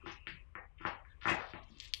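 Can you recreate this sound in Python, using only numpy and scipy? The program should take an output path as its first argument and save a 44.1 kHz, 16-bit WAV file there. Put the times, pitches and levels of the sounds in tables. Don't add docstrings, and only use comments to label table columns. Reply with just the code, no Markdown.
import sys
import numpy as np
from scipy import signal
from scipy.io import wavfile
from scipy.ndimage import uniform_filter1d

SR = 44100
rng = np.random.default_rng(int(sys.argv[2]) if len(sys.argv) > 2 else 0)


def to_wav(sig):
    pcm = np.clip(np.atleast_2d(sig), -1, 1) * 32767
    pcm = np.round(pcm).astype(np.int16)
    wavfile.write(sys.argv[1], SR, pcm.T)


def level_to_linear(level):
    exponent = np.asarray(level, float) / 20
    return 10 ** exponent


N = 88200
CONTACT_RISE_S, RUB_EDGE_S = 0.0012, 0.0091


def at_hz(points, hz):
    points = np.array(points)
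    return np.interp(np.log(hz), np.log(points[:, 0]), points[:, 1])


def rms_one(x):
    return x / np.sqrt(np.mean(x ** 2) + 1e-20)


def cut(x, hz, kind):
    return signal.sosfilt(signal.butter(4, hz, kind, fs=SR, output="sos"), x)


def band(x, hz, sharpness):
    edge = 1 + 0.5 / max(sharpness, 0.3)
    limits_hz = [hz / edge, min(hz * edge, 0.45 * SR)]
    return signal.sosfilt(signal.butter(3, limits_hz, "band", fs=SR, output="sos"), x)


def in_bands(spectrum_db, lowest_hz, count):
    lead_in = 4000
    white = rng.standard_normal((2, N + lead_in))
    out = 0
    for k in range(count):
        hz = lowest_hz * 2 ** (k / 3)
        limits_hz = [hz * 2 ** (-1 / 6), hz * 2 ** (1 / 6)]
        sos = signal.butter(2, limits_hz, "band", fs=SR, output="sos")
        out = out + level_to_linear(spectrum_db(hz)) * signal.sosfilt(sos, white[k % 2])[lead_in:]
    return out


def impulses(start_s, level_db):
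    out = np.full(N, 1e-18)
    np.add.at(out, (np.asarray(start_s) * SR).astype(int), level_to_linear(level_db))
    return out


def ring(x, hz, t60_s):
    radius = level_to_linear(-60 / (t60_s * SR))
    angle = 2 * np.pi * hz / SR
    return signal.lfilter([0, np.sin(angle)], [1, -2 * radius * np.cos(angle), radius ** 2], x)


def struck(start_s, level_db, modes):
    scatter_db = rng.normal(0, 1.5, (len(start_s), len(modes)))
    out = np.zeros(N)
    for k, (hz, mode_db, t60_s) in enumerate(modes):
        out += ring(impulses(start_s, level_db + mode_db + scatter_db[:, k]), hz, t60_s)
    return out


# pitch_hz [Hz], level_db [dB per Hz]
RUMBLE_SPECTRUM = [(12, -31), (20, 1.5), (48, 5), (76, 3.5), (162, -21), (200, -28.5), (260, -26),
                   (440, -120)]


def background():
    rumble = rms_one(in_bands(lambda hz: at_hz(RUMBLE_SPECTRUM, hz), 20.57, count=11))
    hum = rms_one(band(rng.standard_normal(N), hz=146, sharpness=18))
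    return level_to_linear(-62) * rumble + level_to_linear(-80) * hum


# pitch_hz [Hz], level_db [dB per Hz]
AIR_SPECTRUM = [(120, -33), (200, 2), (599, -1), (729, -11.5), (1120, 2.5), (1290, -8.5), (2450, -2.5),
                (3930, -25.5), (10000, -27), (13000, -65), (22000, -120)]
# start_s [s], level_db [dB]
AIR_LEVEL = [
    (0.0, -54.5),
    (0.25, -74),
    (0.38, -64),
    (0.59, -86),
    (1.29, -67),
    (1.41, -50),
    (1.63, -76.5),
    (1.89, -61),
    (2.0, -50),
]


def residual_air():
    start_s, level_db = np.transpose(AIR_LEVEL)
    rise_db = np.interp(np.arange(N) / SR, start_s, level_db - level_db.min())
    swell_db = 0.32 * np.clip(rise_db, 0, 20)
    air = rms_one(in_bands(lambda hz: at_hz(AIR_SPECTRUM, hz), 172.7, count=19))
    return 2 * level_to_linear(-82 + swell_db) * air


# delay_s [s], level_db [dB]
REFLECTIONS = [
    (.0022, -6),
    (.008, -10),
    (.0101, -17),
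]
# pitch_hz [Hz], t60_s [s]
ROOM_DECAY = [(100, 0.25), (300, 0.21), (700, 0.43), (1500, 0.32), (3000, 0.33), (6000, 0.22), (12000, 0.1)]


def workshop(bench, hands):
    bench_db, hands_db, onset_s = 1, -12.5, 0.0023
    t = np.arange(N) / SR
    tail = rms_one(in_bands(lambda hz: -60 * t / at_hz(ROOM_DECAY, hz), 72.93, count=24)) / np.sqrt(N)
    tail *= 1 - np.exp(-t / onset_s)
    early = impulses(*np.transpose([(0.0, 0.018), *REFLECTIONS]))[:2000]
    direct = signal.fftconvolve(bench + hands, early)[:N]
    sent = level_to_linear(bench_db) * bench + level_to_linear(hands_db) * hands
    return direct + signal.fftconvolve(sent, tail)[:N]


# start_s [s], length_s [s], level_db [dB], pitch_hz [Hz], sharpness [ratio]
CHATTER = [(0.27, 0.022, -68.5, 1700, 2.1), (0.27, 0.036, -77.5, 7300, 3), (0.23, 0.037, -69.5, 4040, 2.8),
           (0.23, 0.026, -62, 286, 1.56), (0.47, 0.052, -65, 603, 1.46), (0.31, .04, -63, 153, 3),
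           (.855, 0.02, -52.5, 2400, 1.9), (.855, 0.025, -54, 760, 1.9), (0.58, 0.017, -59.5, 1700, 3),
           (0.83, 0.029, -53, 720, 0.95), (.86, 0.029, -63, 3150, 0.94), (1.272, 0.028, -41, 2110, 1.17),
           (1.261, 0.09, -61.5, 4530, 0.75), (1.276, 0.05, -79.5, 12040, 2.3),
           (1.36, 0.079, -52.5, 883, 0.5), (1.441, 0.029, -62.5, 270, 2.23),
           (1.533, 0.055, -59.5, 855, 1.18), (1.542, 0.056, -74, 3230, 2.3)]


def after_slaps():
    slap_s = np.transpose(SLAPS)[0]
    strokes = []
    for start_s, *rest in CHATTER:
        nearest_s = slap_s[np.argmin(np.abs(slap_s - start_s))]
        strokes.append((max(start_s, nearest_s + RUB_EDGE_S / 2), *rest))
    return strokes


# start_s [s], length_s [s], level_db [dB], pitch_hz [Hz], sharpness [ratio]
RUBS = [(.0, 0.023, -70, 1240, 1), (.0, 0.29, -76, 2620, 5.6), (0.055, 0.082, -59.5, 1685, 0.59),
        (0.025, 0.0675, -60, 324, 2.55), (.11, 0.017, -69.5, 5600, 3.7), (0.056, .06, -77.5, 4350, 2.2),
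        (.236, 0.015, -67.5, 2695, 5.6), (0.772, 0.14, -71, 2407, 1.7), (0.823, 0.092, -66.5, 1620, 0.66),
        (0.799, 0.029, -63, 296.3, 6.3), (1.026, .1, -76.5, 1620, 5.8), (1.075, 0.052, -81, 3420, 3.1),
        (1.21, 0.14, -57, 1935, 0.66), (1.701, 0.063, -62, 250, 2.6), (1.706, 0.087, -75.5, 3241, 1.14),
        (1.796, 0.066, -63.5, 3056, 0.95), (1.813, 0.044, -86.5, 12730, 46),
        (1.819, 0.075, -75, 6250, 1.66)]
# start_s [s], length_s [s], level_db [dB], pitch_hz [Hz],
# sharpness [ratio]
BRUSHES = [(-.06, 0.1, -69, 1260, 2.6), (-.05, 0.11, -81, 2760, 2.5), (0.794, .055, -64.5, 1380, 1.16),
           (0.804, 0.043, -83.5, 5450, 1.08), (1.382, 0.135, -68.5, 3040, 1.01),
           (1.616, 0.17, -78.5, 2490, 1.1), (1.625, 0.14, -86.5, 5850, 2.2),
           (1.845, 0.043, -87, 10200, 4.2), (1.941, 0.05, -73, 9360, 1.2), (1.248, 0.093, -50, 736, 1.64),
           (0.286, 0.11, -74, 2430, 4.5)]


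def rubs():
    grains_per_s, spread_db = 2500, 7
    out = np.zeros(N)
    t = np.arange(N) / SR
    for start_s, length_s, level_db, hz, sharpness in [*RUBS, *after_slaps(), *BRUSHES]:
        size = level_to_linear(spread_db * np.minimum(rng.exponential(1, N), 4)) * rng.choice([-1, 1], N)
        slips = size * (rng.random(N) < grains_per_s / SR)
        grains = rms_one(band(slips, hz, sharpness))
        to_edge_s = np.minimum(t - start_s, start_s + length_s - t)
        stroke = np.clip(to_edge_s / RUB_EDGE_S + 0.5, 0, 1) ** 2
        out += level_to_linear(level_db) * grains * stroke
    return out


# [share, dB]
CLICKS = [(1.6326, -54, -31, -39), (1.6356, -70.5, 7.5, -45), (1.709, -58.5, -21.5, -52),
          (1.7843, -55, 2, -61), (1.7904, -69, -20, -61), (1.7997, -35, -4.5, -60), (1.8076, -71, -7, -53),
          (1.819, -56, -5, -36), (1.8256, -52.5, -7, -48), (1.8514, -65, -32, -42),
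          (1.8545, -45.5, -40, -50), (1.936, -19.5, -14, -20.5)]
# pitch_hz [Hz], level_db [dB], t60_s [s]
SHELL_BODY = [(2380, -27.5, 0.036), (3410, 2, 0.0039), (4110, -2.5, 0.0036), (4400, -10.5, 0.013)]
SHELL_BRIGHT = [(5810, 3.5, 0.014), (6920, 3.5, 0.0055), (7600, -12, 0.012)]
SHELL_AIRY = [(10200, 8, 0.0026), (11500, 0, 0.0021), (13400, -17, 0.0032), (13800, -18, 0.0052)]


def clicks():
    body_db, top_db = -2.5, -8.5
    start_s, level_db, bright_db, airy_db = np.transpose(CLICKS)
    start_s = start_s + CONTACT_RISE_S
    body = struck(start_s, level_db + body_db, SHELL_BODY)
    bright = struck(start_s, level_db + bright_db + top_db, SHELL_BRIGHT)
    airy = struck(start_s, level_db + airy_db + top_db, SHELL_AIRY)
    body = cut(cut(body, 2150, "high"), 5400, "low")
    bright = cut(cut(bright, 6260, "high"), 7700, "low")
    return body + bright + cut(airy, 7700, "high")


# [plank, dB]
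SLAPS = [(0.06, -40, 1194, -7), (0.269, -30, 2185, -19.5), (0.552, -36, 1490, -16), (0.807, -57, 1420, 3.5),
         (0.85, -26.5, 1250, -11), (1.049, -51.5, 1610, -32), (1.221, -46.5, 1720, -19),
         (1.254, -25, 1350, -14.5), (1.272, -25, 1204, -12.5), (1.282, -34.5, 1160, -11),
         (1.29, -27, 1870, -20), (1.302, -43, 1920, -24), (1.311, -30, 1950, -4), (1.534, -39, 1870, -5)]
# pitch_hz [Hz], level_db [dB], t60_s [s]
PLANK = [(93.4, -6, 0.11), (194.4, -17, 0.035), (275.4, 2, 0.054), (335.6, 4, 0.035), (634, -3, 0.032),
         (807, -7, 0.023), (856.5, -8, 0.063)]


def slaps():
    contact_db, plank_db, thud_delay_s = 1.5, -5.5, 0.002825
    contact = np.zeros(N)
    click = impulses([0.0], [0.0])[:2000]
    for start_s, level_db, hz, _ in SLAPS:
        pulse = band(click, hz, sharpness=1.023)
        i = int((start_s + CONTACT_RISE_S) * SR)
        contact[i:i + 2000] += level_to_linear(level_db + contact_db) * pulse / np.abs(pulse).max()
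    start_s, level_db, _, thud_db = np.transpose(SLAPS)
    thud = struck(start_s + thud_delay_s, level_db + thud_db + plank_db, PLANK)
    return cut(contact, 2960, "low") + cut(cut(thud, 800, "low"), 70, "high")


def scene():
    heard = workshop(slaps() + rubs(), clicks()) + background()
    return np.array([2 * heard, 0 * heard])


# pitch_hz [Hz], level_db [dB]
GATE = [(150, -100), (300, -80.5), (700, -76), (1500, -76.5), (3000, -81.5), (5000, -91), (8000, -87),
        (13000, -96.5)]


def suppress(x):
    depth_db, slope = 13, 2.5
    hz, _, z = signal.stft(x, SR, nperseg=1024, noverlap=768)
    power = uniform_filter1d(np.abs(z) ** 2, size=5, axis=0)
    power = uniform_filter1d(power, size=3, axis=1)
    above_db = 10 * np.log10(power + 1e-20) - at_hz(GATE, np.maximum(hz, 1))[:, None]
    gain = level_to_linear(np.clip(slope * above_db, -depth_db, 0))
    return signal.istft(z * gain, SR, nperseg=1024, noverlap=768)[1][:N]


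def band_limit(x):
    return signal.sosfilt(signal.butter(12, 16310, fs=SR, output="sos"), x)


def record(dry):
    left = suppress(dry[0]) + residual_air()
    return band_limit(np.array([left, dry[1]]))


dry = scene()
out = record(dry)
to_wav(out)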